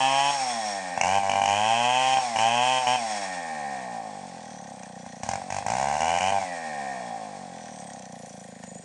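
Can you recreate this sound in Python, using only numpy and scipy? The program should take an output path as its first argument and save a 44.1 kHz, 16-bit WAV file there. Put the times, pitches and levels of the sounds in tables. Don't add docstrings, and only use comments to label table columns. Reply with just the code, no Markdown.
import sys
import numpy as np
from scipy import signal
from scipy.io import wavfile
from scipy.ndimage import uniform_filter1d, map_coordinates

SR = 44100
rng = np.random.default_rng(int(sys.argv[2]) if len(sys.argv) > 2 else 0)


def output_pcm(signal):
    pcm = np.clip(np.atleast_2d(signal).T, -1, 1) * 32767
    wavfile.write(sys.argv[1], SR, np.round(pcm).astype(np.int16))


N = 389844
TIME = np.arange(N) / SR
FULL_SPEED = 120


def exhaust(opens, burn, crack, pace, jitter_s=6e-6):
    opens = opens + jitter_s * rng.standard_normal(len(opens))
    return blasts(opens, burn, crack, pace) + puffs(opens, np.clip(1 - burn, 0, 1), pace)


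# f/Hz, level/dB
BLAST_TONE = [(30, -14), (130, -12.5), (240, 7.5), (370, -10.5), (520, 7), (650, 15), (780, 24), (1080, 9),
              (1290, -14), (1600, 8.5), (1750, -2.5), (2450, -4), (3600, -42), (9000, -38.5)]
# f/Hz, level/dB
RASP_TONE = [(300, -23), (1250, -17), (1700, -4.5), (2000, -5), (2250, -25), (2480, 12), (2620, 8.5),
             (2780, 1), (3100, 12.5), (3330, 0.5), (3600, -35), (6000, -29)]
# f/Hz, level/dB
JET_TONE = [(100, -31), (700, 4.5), (1300, 1), (2400, 10.5), (3200, -3.5), (3800, -54), (4700, -1),
            (5600, 6.5), (6700, 9.5), (8500, -3.5), (10500, -16)]
# f/Hz, level/dB
BOOM_TONE = [(25, -27), (60, -6), (100, 4), (145, -1.5), (230, 1.5), (350, -32), (1000, -87)]
def blasts(opens, burn, crack, pace, rasp_delay_s=0.001225, fresh_db=3.5, jet_db=-28, jet_s=0.0037):
    edge, gust, timing, strength = rng.standard_normal((4, len(opens)))
    slow = np.clip(.9 - pace, 0, .25)
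    opens = opens + 0.00013 * slow * timing
    burn = burn * gain_of(3.0 * slow * strength)
    heat = 1 + signal.lfilter([.12], [1, -.88], burn - 1)
    blast = strike(opens, burn, BLAST_TONE, ring_drift(opens) + 0.0045 * (heat - .8))
    fresh = np.append(False, burn[:-1] < .5)
    bark = crack * burn ** 2 * pace ** 2.1 * gain_of(fresh * (fresh_db + edge))
    rasp = strike(opens + rasp_delay_s, bark, RASP_TONE, 1 + 0.097 * (heat - .9) - .3 * slow)
    spit = crack * burn ** 0.95 * np.clip(1 - 0.64 * heat, 0, 1) * gain_of(0.55 * gust) / np.sqrt(pace)
    age = TIME[:SR // 20] / jet_s
    bursts = signal.oaconvolve(clicks(opens, spit), 2 * age * np.exp(1 - 2 * age))[:N]
    jet = bursts * evened(colour(rng.standard_normal(N), JET_TONE))
    boom = strike(opens, burn * pace ** -1.6, BOOM_TONE, np.ones(len(opens)))
    return blast - boom + rasp + gain_of(jet_db) * jet


# f/Hz, level/dB
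PUFF_TONE = [(30, -48), (200, -30), (380, -22.5), (530, 2), (620, -4.5), (760, -2), (900, -33.5),
             (1080, -41), (1280, -42), (1850, -26), (3000, -37), (9000, -37.5)]
# f/Hz, level/dB
THUMP_TONE = [(30, -39), (90, -9), (140, -0.5), (187, 7.5), (255, 1), (330, -16), (420, -15.5), (560, -33),
              (1500, -52.5)]
# f/Hz, level/dB
CHAMBER_TONE = [(100, -48.5), (400, -22), (560, 3), (660, 10), (735, 18.5), (810, 16), (910, 1),
                (1070, 1.5), (1300, -19), (4000, -46.5)]
# speed/(turns a second), level/dB
PUMPED_GAS = [(25, -5.5), (30, -1.5), (44, -5), (56, 0.5), (69, 0.5), (84, -0.5), (110, 0), (135, -4.5)]
# speed/(turns a second), lag/turns, level against the outflow/dB
RETURNING_GAS = [(24.3, 0.38, -2.5), (33.4, 0.38, 3.5), (48.3, 0.309, 2.5), (69, 0.269, -1.5),
                 (96, 0.32, -13.5), (141, 0.338, -5)]
def puffs(opens, share, pace, puff_delay_s=0.0014, thump_lag_turns=0.1):
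    uneven, back, drift, late = rng.standard_normal((4, len(opens)))
    rate, period = pace * FULL_SPEED, np.gradient(opens)
    sizes = share * gain_of(.06 * uneven / pace ** 2)
    tuning = 1 + 0.0073 * (pace - .6) + 0.0027 * drift
    chamber_tuning = tuning * ring_drift(opens)
    outflow = sizes * pace ** 0.99 * gain_of(read(PUMPED_GAS, rate))
    rates, lags, levels = np.transpose(RETURNING_GAS)
    lag = np.interp(rate, rates, lags) + 0.0035 * late
    backflow = outflow * gain_of(np.interp(rate, rates, levels) + 0.8 * back)
    ring = strike(opens, outflow, CHAMBER_TONE, chamber_tuning)
    ring += strike(opens + lag * period, backflow, CHAMBER_TONE, chamber_tuning)
    thump_times = opens + thump_lag_turns * period
    thump = strike(thump_times, sizes * (2 * pace) ** -.35, THUMP_TONE, tuning + 0.25 * (pace - .2))
    puff = strike(opens + puff_delay_s, sizes * (2 * pace) ** -.3, PUFF_TONE, tuning)
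    return ring + thump + puff


# t/s, pitch factor
CHAMBER_PITCH = [(0, 1.08), (.35, 1.026), (.7, 0.99), (2.2, 1.009), (3.2, 1.0), (3.6, 1.003), (4.4, 1.026),
                 (5.2, 1), (6.5, 0.97), (7.4, 1.005), (8.8, 0.98)]
def ring_drift(times):
    return np.interp(times, *np.transpose(CHAMBER_PITCH))


# start/s, end/s, level/dB, crack/dB
THROTTLE_PULLS = [(0, 0.307, 0.5, -2), (1.045, 1.183, 1.5, -1), (1.225, 1.286, -3, -5.5),
                  (1.363, 1.399, -0.5, -3), (1.476, 2.146, 0.73, 0.5), (2.355, 2.377, 1, -4),
                  (2.386, 2.787, 1.06, 0), (2.869, 2.96, 1.5, -2), (5.267, 5.356, -3, -1.5),
                  (5.49, 5.595, -4, -1.5), (5.664, 5.977, -0.5, -2), (6.018, 6.07, 0.5, 0),
                  (6.074, 6.177, 0.5, 1), (6.198, 6.312, 0.5, 2), (6.333, 6.384, -3, -8),
                  (6.41, 6.437, -8, -4)]
# t/s, level/dB, crack/dB
SINGLE_POPS = [(.976, 0.5, -7), (1.012, 1, 3.5), (1.035, 1.5, 1), (1.295, 2.5, 0), (1.316, 0, 1),
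               (1.336, 1.5, -4), (1.356, 1.5, -2.5), (1.417, 2.5, -3.5), (1.437, 1, 0), (1.458, 0.5, 2),
               (2.17, 2, -3.5), (2.185, 1, -14), (4.833, -22, 1), (5.063, -16.5, -11), (5.234, -6, -4),
               (5.263, -14, -7), (5.416, -13, -10), (5.625, -8.5, -17), (5.684, -5, 4.5), (6.005, 0.5, 1.5),
               (6.184, -4.5, 10.5), (6.206, -1, 4), (6.323, 0, -5.5), (6.363, -2, -6), (6.426, -5.5, -6),
               (8.639, -21, -4)]
def combustion(opens, sag_db=-1.5, dregs_db=-3, dregs_s=0.0715, long_pull_s=.37, scatter_db=.35):
    burn, dregs, crack_db = np.zeros((3, len(opens)))
    for start, end, db, sharp_db in THROTTLE_PULLS:
        lit = (opens >= start) & (opens < end)
        crack_db[lit] = sharp_db
        burn[lit] = gain_of(db + sag_db * (opens[lit] - start) / (end - start))
        last_fuel = gain_of(db + sag_db + dregs_db) * min(1, (end - start) / long_pull_s) ** 2
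        dregs += (opens >= end) * last_fuel * np.exp(-abs(opens - end) / dregs_s)
    burn = np.maximum(burn, dregs) * gain_of(scatter_db * rng.standard_normal(len(opens)))
    for s, db, sharp_db in SINGLE_POPS:
        turn = np.argmin(abs(opens - s))
        burn[turn], crack_db[turn] = gain_of(db), sharp_db
    return burn, gain_of(crack_db)


# t/s, speed/(turns a second)
ENGINE_SPEED = [(0.0, 131.36), (0.32, 143.23), (0.63, 108.13), (0.99, 83.19), (1.16, 100.16), (1.25, 97.22),
                (1.54, 100.52), (1.7, 113.1), (1.85, 121.96), (2.01, 129.83), (2.18, 131.82),
                (2.37, 109.08), (2.57, 121.01), (2.71, 129.46), (2.82, 128.11), (2.85, 122.33),
                (2.96, 127.42), (3.01, 115.66), (3.58, 74.89), (3.7, 69.35), (4.79, 31.34), (5.21, 28.69),
                (5.35, 51.13), (5.43, 45.69), (5.67, 52.02), (5.77, 65.43), (6.34, 100.36), (6.76, 72.58),
                (8.14, 29.09), (8.84, 24.84)]
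def speed():
    log_speed = curve([(s, np.log(rate)) for s, rate in ENGINE_SPEED])
    return uniform_filter1d(np.exp(log_speed), size=2400)


# f/Hz, level/dB
WHINE_TONE = [(900, -27.5), (1350, -26), (1600, 4), (1720, 6), (1835, 17), (2000, -8.5), (2300, 1.5),
              (2600, -9.5), (4000, -40.5)]
# speed/(turns a second), level/dB
WHINE_LEVEL = [(28, -28.5), (44, -30), (55, -18.5), (66, -8), (88, -7.5), (135, -14)]
# f/Hz, level/dB
OUTLET_TONE = [(1000, -6), (1450, 0), (1610, 3), (1700, -2), (1850, 0), (2060, -1), (2260, 4), (2480, 4),
               (2850, -3), (3150, -1), (3400, -12), (3700, -35)]
def whine(opens, burn, pace, cooling_s=0.04, hot_pace=.85, hot_rise=0.48, eddy_count=3):
    keep = np.exp(-1 / (cooling_s * SR))
    heating = np.interp(TIME, opens, np.minimum(burn * (pace / hot_pace) ** 4, 1))
    heat = heating[0] + signal.lfilter([1 - keep], [1, -keep], heating - heating[0])
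    tuning, period = 1 + hot_rise * np.interp(opens, TIME, heat), np.gradient(opens)
    flow = gain_of(read(WHINE_LEVEL, pace * FULL_SPEED) - 9 * burn)
    delays, sizes = rng.random((eddy_count, len(opens))), rng.standard_normal((eddy_count, len(opens)))
    eddies = sum(strike(opens + late * period, flow * size * gain_of(-14 + 9 * burn), WHINE_TONE, tuning)
                 for late, size in zip(delays, sizes))
    lag = .55 * (1 - .6 * np.minimum(burn, 1))
    return colour(strike(opens + lag * period, flow, WHINE_TONE, tuning) + eddies, OUTLET_TONE)


# f/Hz, level/dB
CHAIN_TONE = [(40, -16), (200, -10), (400, -7), (800, 17), (1250, 4.5), (1600, 9.5), (2400, 10.5),
              (2900, 2), (4200, 5), (5500, 6.5), (7000, 5.5), (8600, 7.5), (9600, -3.5), (10600, -24.5)]
# f/Hz, width/Hz, level cutting/dB, level running
# free/dB
BAR_NOTES = [(3352, 73, 1.5, -6), (4245, 41, -16, -7), (5380, 55, 6, -14), (5550, 50, 6.5, -5),
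             (6700, 480, -8.5, -1), (6540, 110, 1, -8), (8210, 86, -1, -6)]
# t/s, pressure from 0 to 1
CUT_PRESSURE = [(0, 0.78), (.45, 0.93), (.68, 1), (.88, 0.4), (1.3, 0.27), (1.7, 0.46), (2.3, 0.8),
                (2.58, 0.48), (3.1, 0.92), (3.45, 0.14), (4.2, 0.23)]
def chain(turns, hiss_db=9.5, bar_db=-3, throb=0.093, waver_db=2.0):
    bites = gain_of(wander(35)) * (1 + throb * np.cos(2 * np.pi * turns))
    sound = gain_of(hiss_db) * evened(colour(bites * rng.standard_normal(N), CHAIN_TONE))
    for hz, width, cutting_db, free_db in BAR_NOTES:
        pole = np.exp((-np.pi * width + 2j * np.pi * hz) / SR)
        ring = signal.lfilter([1], [1, -pole], bites * rng.standard_normal(N)).real
        note_db = bar_db + free_db + curve(CUT_PRESSURE) * (cutting_db - free_db)
        sound += evened(ring) * gain_of(note_db + waver_db * wander(10))
    return sound


def chain_level(opens, burn, pace, free_db=-51.5, doubling_db=7.5, cut_db=6, jerk_db=-50.5, jerk_s=0.016):
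    running = gain_of(free_db + doubling_db * np.log2(speed() / FULL_SPEED) + cut_db * curve(CUT_PRESSURE))
    jerks = (gain_of(jerk_db) * burn / (2 * pace) ** 1.4) ** 2
    shaking = signal.lfilter([1], [1, -np.exp(-1 / (jerk_s * SR))], clicks(opens, jerks))
    return np.sqrt(running ** 2 + shaking)


# f/Hz, level/dB
RATTLE_TONE = [(600, -17), (1300, -6.5), (1560, 11.5), (1700, 5), (1880, 17.5), (2100, -3.5), (2350, -1.5),
               (2900, -6.5), (3300, 5), (3700, -3), (4300, -0.5), (5000, -4.5), (5900, 1.5), (7000, -4.5),
               (8400, -9.5), (9500, -7), (10600, -24)]
# speed/(turns a second), level/dB
RATTLE_LEVEL = [(25, -62.5), (30, -56), (42, -53.5), (55, -73), (75, -68)]
def rattle(turns):
    knocks = compression(turns) * gain_of(1.5 * wander(30)) * rng.standard_normal(N)
    return gain_of(read(RATTLE_LEVEL, speed())) * evened(colour(knocks, RATTLE_TONE))


def compression(turns, lead_turns=0.17, sharpness=4.6):
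    return np.exp(sharpness * (np.cos(2 * np.pi * (turns + lead_turns)) - 1))


# f/Hz, time to fade by 60 dB/s, level/dB,
# speed that shakes them most/(turns a second), spread around that speed/(turns a second)
LINK_NOTES = [(5910, 0.029, 10, 35, 4.4), (6500, 0.013, 12, 35.7, 4.2), (6950, 0.082, 2, 25.6, 2.4),
              (7160, 0.009, 3.5, 34, 12), (8280, 0.024, 7, 32, 6.4), (10440, 0.012, -3, 28, 2.2)]
def jingle(turns, peak_ticks_per_s=1200, shake=0.63, swing_db=4.5, level_db=-59.5):
    t, rate = TIME[:SR // 8], speed()
    chance = peak_ticks_per_s / SR * (1 - shake + shake * compression(turns))
    ticks = (rng.random(N) < chance) * rng.standard_normal((len(LINK_NOTES), N))
    sound = np.zeros(N)
    for tick, (hz, fade_s, db, best, spread) in zip(ticks, LINK_NOTES):
        hits = tick * gain_of(swing_db * wander(5.6)) * np.exp(-((rate - best) / spread) ** 2 / 2)
        ring = gain_of(db - 60 * t / fade_s) * np.sin(2 * np.pi * hz * t)
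        sound += signal.oaconvolve(hits, ring)[:N]
    muffling_db = curve([(6.5, -3), (8.0, 0)])
    return gain_of(level_db + muffling_db) * evened(sound)


# t/s, level/dB
SLAP_HITS = [(7.801, -39), (7.875, -46), (7.935, -33.5), (7.995, -38), (8.024, -38), (8.055, -39),
             (8.125, -38), (8.191, -42), (8.224, -41), (8.26, -38), (8.295, -38), (8.329, -42)]
# f/Hz, time to fade by 60 dB/s, level/dB
SLAP_NOTES = [(5940, 0.03, -12), (6100, 0.024, -5), (6450, .015, -5.5), (7150, 0.024, -6),
              (8300, 0.032, -17)]
def slaps(detune=0.018):
    t, out = TIME[:SR // 12], np.zeros(N + SR)
    for s, db in SLAP_HITS:
        for hz, fade_s, note_db in SLAP_NOTES:
            pitch = hz * (1 + detune * rng.standard_normal())
            ring = gain_of(db + note_db - 60 * t / fade_s) * np.sin(2 * np.pi * pitch * t)
            out[round(s * SR):][:len(t)] += ring
    return out[:N]


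# f/Hz, time to fade by 60 dB/s
ECHO_FADE = [(100, 0.5), (800, 0.19), (3000, 0.17), (10000, 0.06)]
# f/Hz, level/dB
ECHO_TONE = [(100, -18), (280, -4), (750, -6), (1500, -2), (3000, 0), (10000, -2)]
def forest(x, echoes_per_s=2000, first_echo_s=.008):
    echoes = rng.standard_normal(SR) * (rng.random(SR) < echoes_per_s / SR) * (TIME[:SR] > first_echo_s)
    hz, t, bands = signal.stft(echoes, SR, nperseg=256)
    fade = gain_of(-60 * t / read(ECHO_FADE, hz)[:, None])
    tail = signal.istft(bands * fade, SR, nperseg=256)[1]
    return signal.fftconvolve(colour(x, ECHO_TONE), tail / np.linalg.norm(tail))[:N]


def gain_of(db):
    return 10 ** (np.asarray(db) / 20)


def evened(x):
    return x / np.sqrt(np.mean(x ** 2) + 1e-20)


def curve(rows):
    return np.interp(TIME, *np.transpose(rows))


def read(points, hz):
    f, value = np.transpose(points)
    return np.interp(np.log(hz + 1), np.log(f + 1), value)


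def colour(x, tone):
    return signal.oaconvolve(x, response(tone))[:N]


def wander(rate):
    return evened(np.interp(TIME * rate, np.arange(N // 8), rng.standard_normal(N // 8)))


def clicks(times, sizes):
    return np.bincount(np.clip(times * SR, 0, N).astype(int), sizes, N + 1)[:N]


def response(tone):
    log_gain = np.log(gain_of(read(tone, abs(np.fft.fftfreq(8192, 1 / SR)))))
    return np.fft.ifft(np.exp(np.conj(signal.hilbert(log_gain)))).real[:1500]


def strike(times, sizes, tone, tuning):
    ring = response(tone)
    starts = times[:, None] * SR
    places = np.ceil(starts).astype(int) + np.arange(len(ring))
    shapes = map_coordinates(ring, [(places - starts) * tuning[:, None]], order=3)
    return np.bincount(np.clip(places, 0, N).ravel(), (sizes[:, None] * shapes).ravel(), N + 1)[:N]


def scene(echo_db=-10.5):
    turns = .33 + np.cumsum(speed()) / SR
    opens = np.interp(np.arange(np.ceil(turns[0]), turns[-1]), turns, TIME)
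    pace = np.interp(opens, TIME, speed()) / FULL_SPEED
    burn, crack = combustion(opens)
    saw = exhaust(opens, burn, crack, pace) + whine(opens, burn, pace)
    saw += chain_level(opens, burn, pace) * chain(turns)
    saw += rattle(turns) + jingle(turns) + slaps()
    return (saw + gain_of(echo_db) * forest(saw))[None]


def record(dry, top_hz=10700):
    low_pass = signal.firwin(511, top_hz, window=("kaiser", 9), fs=SR)
    return signal.oaconvolve(dry, low_pass[None], "same")


dry = scene()
out = record(dry)
output_pcm(out)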